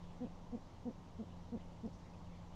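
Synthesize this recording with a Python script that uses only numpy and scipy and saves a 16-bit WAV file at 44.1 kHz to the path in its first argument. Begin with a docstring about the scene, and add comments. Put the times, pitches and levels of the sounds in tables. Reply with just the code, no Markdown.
"""An owl gives six short low hoots at night, close to an outdoor camera: harmonics on an arching, sagging pitch.
Each hoot ends in three lone creaky pulses ringing in two throat resonances.
Behind it a low hum and its octave waver, as two sines, and soft puffs of filtered noise rustle and tick.
Shaped noise makes the distant rumble, the microphone hiss and a patchy stir in the lower treble."""
import sys
import numpy as np
from scipy import signal
from scipy.fft import rfft, irfft, next_fast_len
from scipy.io import wavfile
from scipy.ndimage import uniform_filter1d, map_coordinates

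SR = 44100
rng = np.random.default_rng(int(sys.argv[2]) if len(sys.argv) > 2 else 0)


def elevation(decibels):
    """Turn decibel levels (scalar or array-like) into linear amplitude ratios."""
    levels = np.asarray(decibels, float)
    return 10 ** (levels / 20)


def store_wav(level_fs):
    """Save 16-bit WAV to argv[1]."""
    pcm = np.round(np.clip(np.atleast_2d(level_fs), -1, 1) * 32767)
    wavfile.write(sys.argv[1], SR, pcm.T.astype(np.int16))


N = 112454

# hoots: (start [s], length of voiced body [s], top pitch [Hz], nominal level [dB])
HOOTS = [(.207, .0483, 256, -42), (.523, .0399, 245, -42), (.852, .0433, 252, -41.5),
         (1.188, .0352, 231, -43), (1.520, .0403, 243, -41.5), (1.833, .0372, 234, -42.5)]
# pitch arch of one hoot: (share of body [1], pitch over top pitch [1])
PITCH_ARCH = [(-.08, .9), (.1, .945), (.28, .985), (.42, 1.0), (.6, .98), (.8, .93), (1.0, .81),
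              (1.15, .72), (1.45, .66)]
# effort of one hoot: (share of body [1], level re nominal [dB], overtone gain [dB])
EFFORT = [(-.12, -39.5, -5), (.02, -7.5, -4.5), (.22, -0.5, -3.5), (.45, -0.9, -1.4), (.7, 0.5, 0),
          (.88, 2, -7), (1.05, -9.5, -17), (1.2, -18.5, -15), (1.45, -31, -12)]
# overtones: (multiple of the pitch [1], level re fundamental before overtone gain [dB])
OVERTONES = [(2, -7.5), (3, -17.5), (4, -30)]
# creak pulses as the voice stalls: (delay after body end [s], relative drive [dB])
CREAK_PULSES = [(0.0, -4), (.0057, -3.5), (0.0137, -5)]
# throat resonances, rung by the creak: (centre [Hz], width [Hz], gain [dB])
THROAT = [(271.5, 160, -1.4), (553, 160, 3.5)]
# hum levels: (time [s], fundamental rms [dB], octave rms [dB])
HUM_LEVELS = [(0, -66.5, -56), (.3, -63.5, -57.5), (0.751, -63.5, -67.5), (1.0, -64.5, -62),
              (1.4, -57.5, -58.5), (1.8, -63, -61), (2.3, -59.5, -56.5), (2.55, -61.5, -59.5)]
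# faint rustles and ticks nearby: (start [s], onset rms [dB], centre [Hz], width [Hz], t60 [s])
RUSTLES = [(0.026, -71, 3280, 1500, 0.28), (1.6, -73, 2880, 400, 0.36), (1.862, -71.5, 5200, 2500, .06),
           (1.929, -72.5, 5650, 1500, 0.34), (2.135, -70, 2500, 300, .12), (2.262, -73, 2900, 350, 0.1),
           (2.308, -75, 2150, 250, 0.13)]
# distant rumble spectrum: (frequency [Hz], relative density [dB per Hz])
RUMBLE_SPECTRUM = [(8.8, -27.5), (15, 9.5), (38, -5.5), (70, -6), (110, -3.5), (160, -8.5), (240, -10.5),
                   (400, -18.5), (510, -15), (660, -17.5), (920, -16), (1150, -22.5), (1700, -38.5),
                   (2210, -70), (3740, -120)]
# microphone hiss spectrum: (frequency [Hz], relative density [dB per Hz])
HISS_SPECTRUM = [(760, -27.5), (1300, -9), (1950, -3.5), (2500, -8.5), (3000, -5), (4500, -8.5),
                 (5000, -10), (5840, -9), (7200, -13), (8000, -19.5), (10000, -25.5), (15400, -33),
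                 (16500, -34)]
# lower-treble stir spectrum, perhaps leaves: (frequency [Hz], relative density [dB per Hz])
STIR_SPECTRUM = [(700, -59.5), (1300, -3), (2000, 0.1), (3000, -3), (4200, -7.5), (6500, -15.5),
                 (9000, -60)]

JITTER, SHIMMER_DB = 0.012, 0.5  # jitter is a fraction of the pitch
LEAN_RAD, LEAN_RAD_PER_HZ = 1.0, -0.025
BRIGHT_DB_PER_HZ = 0.1264  # higher hoots are brighter
CREAK_DRIVE_DB, CREAK_SPREAD_DB = 8, 2.2
CREAK_SCATTER_S, CREAK_SIGMA_S = 0.00033, 0.00052
HUM_HZ, HUM_DRIFT_HZ, HUM_WAVER_DB = 87.4, 0.7, 0.5
RUMBLE_DB, HISS_DB = -54.5, -73.5
STIR_DB, STIR_WAVER_DB = -80, 1.5


def unit(x):
    """Scales x to rms 1."""
    return x / np.sqrt(np.mean(x ** 2) + 1e-20)


def wobble(rate_hz):
    """Smooth random curve through rate_hz normal knots a second."""
    knots = rng.standard_normal(int(N * rate_hz / SR) + 4)
    return map_coordinates(knots, [np.arange(N) * rate_hz / SR])


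def filtered(x, response):
    """Multiplies the spectrum of x by a complex response of frequency."""
    size = next_fast_len(N + SR // 2)
    freq_hz = np.fft.rfftfreq(size, 1 / SR)
    return irfft(rfft(x, size) * response(freq_hz), size)[:N]


def resonance(freq_hz, centre_hz, width_hz):
    """Response of one causal second-order resonance."""
    damping = 1j * freq_hz * width_hz
    return damping / (centre_hz * centre_hz - freq_hz * freq_hz + damping + 1e-9)


def coloured_noise(spectrum, patchy_db, window):
    """Shaped noise of rms 1 with time-frequency patches of random gain."""
    cells = signal.stft(rng.standard_normal(N + 4096), nperseg=window)[2]
    field = uniform_filter1d(rng.standard_normal(cells.shape), size=8, axis=0)
    field = uniform_filter1d(field, size=10, axis=1)
    patchy = signal.istft(cells * elevation(patchy_db * unit(field)), nperseg=window)[1][:N]
    knot_hz, knot_db = np.transpose(spectrum)
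    return unit(filtered(patchy, lambda hz: elevation(np.interp(np.log(hz + 1), np.log(knot_hz + 1), knot_db))))


def owl():
    """A clean voice arches and sags, duller as it tires; lone pulses then ring in the throat."""
    t_s = np.arange(N) / SR
    voice, creak_drive = np.zeros(N), np.zeros(N)
    share, effort_db, overtone_db = np.transpose(EFFORT)
    jitter = 1 + JITTER * wobble(120)
    shimmer = elevation(SHIMMER_DB * wobble(150))
    mean_hz = np.mean([row[2] for row in HOOTS])
    for start_s, length_s, top_hz, hoot_db in HOOTS:
        first = round((start_s + share[0] * length_s) * SR)
        last = round((start_s + share[-1] * length_s) * SR)
        on = slice(first, last)
        u = (t_s[on] - start_s) / length_s  # share of the body
        pitch_hz = top_hz * np.interp(u, *np.transpose(PITCH_ARCH)) * jitter[on]
        phase = 2 * np.pi * np.cumsum(pitch_hz) / SR
        phase += np.pi - np.interp(1, u, phase)  # a crest falls on the end of the body
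        above_mean_hz = top_hz - mean_hz
        lean_rad = LEAN_RAD + LEAN_RAD_PER_HZ * above_mean_hz  # overtones lag, more in low hoots
        upper = sum(elevation(db) * np.cos(k * phase - lean_rad * (k - 1)) for k, db in OVERTONES)
        bright = elevation(np.interp(u, share, overtone_db) + BRIGHT_DB_PER_HZ * above_mean_hz)
        level = np.sqrt(2) * elevation(hoot_db + np.interp(u, share, effort_db)) * shimmer[on]
        voice[on] -= level * (np.cos(phase) + bright * upper)
        for delay_s, pulse_db in CREAK_PULSES:
            at_s = start_s + length_s + delay_s + CREAK_SCATTER_S * rng.standard_normal()
            drive_db = hoot_db + pulse_db + CREAK_DRIVE_DB + CREAK_SPREAD_DB * rng.standard_normal()
            creak_drive += elevation(drive_db) * np.exp(-0.5 * ((t_s - at_s) / CREAK_SIGMA_S) ** 2)
    creak = filtered(creak_drive, lambda f: sum(elevation(db) * resonance(f, hz, w) for hz, w, db in THROAT))
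    return voice + creak


def hum():
    """Fundamental and octave share one drifting phase; their levels waver separately."""
    t_s = np.arange(N) / SR
    knot_s, *levels_db = np.transpose(HUM_LEVELS)
    phase = 2 * np.pi * np.cumsum(HUM_HZ + HUM_DRIFT_HZ * wobble(2.91)) / SR
    out = np.zeros(N)
    for multiple, knot_db in enumerate(levels_db, start=1):
        level_db = np.interp(t_s, knot_s, knot_db) + HUM_WAVER_DB * wobble(7.72)
        out += np.sqrt(2) * elevation(level_db) * np.sin(multiple * phase + rng.uniform(0, 2 * np.pi))
    return out


def rustles():
    """Band-limited noise puffs start abruptly and decay exponentially."""
    t_s = np.arange(N) / SR
    out = np.zeros(N)
    for start_s, level_db, centre_hz, width_hz, t60_s in RUSTLES:
        noise = unit(filtered(rng.standard_normal(N), lambda f: resonance(f, centre_hz, width_hz) ** 2))
        decay_db = 60 * np.clip(t_s - start_s, 0, None) / t60_s
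        out += noise * (t_s > start_s) * elevation(level_db - decay_db)
    return out


def stir():
    """Strongly patchy lower-treble noise, its level wavering."""
    return elevation(STIR_DB + STIR_WAVER_DB * wobble(17)) * coloured_noise(STIR_SPECTRUM, patchy_db=5, window=512)


def rumble():
    """Distant, nearly steady low-frequency noise."""
    return elevation(RUMBLE_DB) * coloured_noise(RUMBLE_SPECTRUM, patchy_db=0.5, window=1024)


def hiss():
    """Smooth microphone noise."""
    return elevation(HISS_DB) * coloured_noise(HISS_SPECTRUM, patchy_db=0.9, window=512)


def scene():
    """Sums all sources at one microphone."""
    return (owl() + hum() + rustles() + stir() + rumble() + hiss())[None]


def top_cut(x):
    """Nothing passes above the cut-off."""
    return signal.sosfilt(signal.butter(12, 15600, fs=SR, output="sos"), x)


def record(dry):
    """Passes the finished mix through the camera."""
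    return top_cut(dry)


dry = scene()
out = record(dry)
store_wav(out)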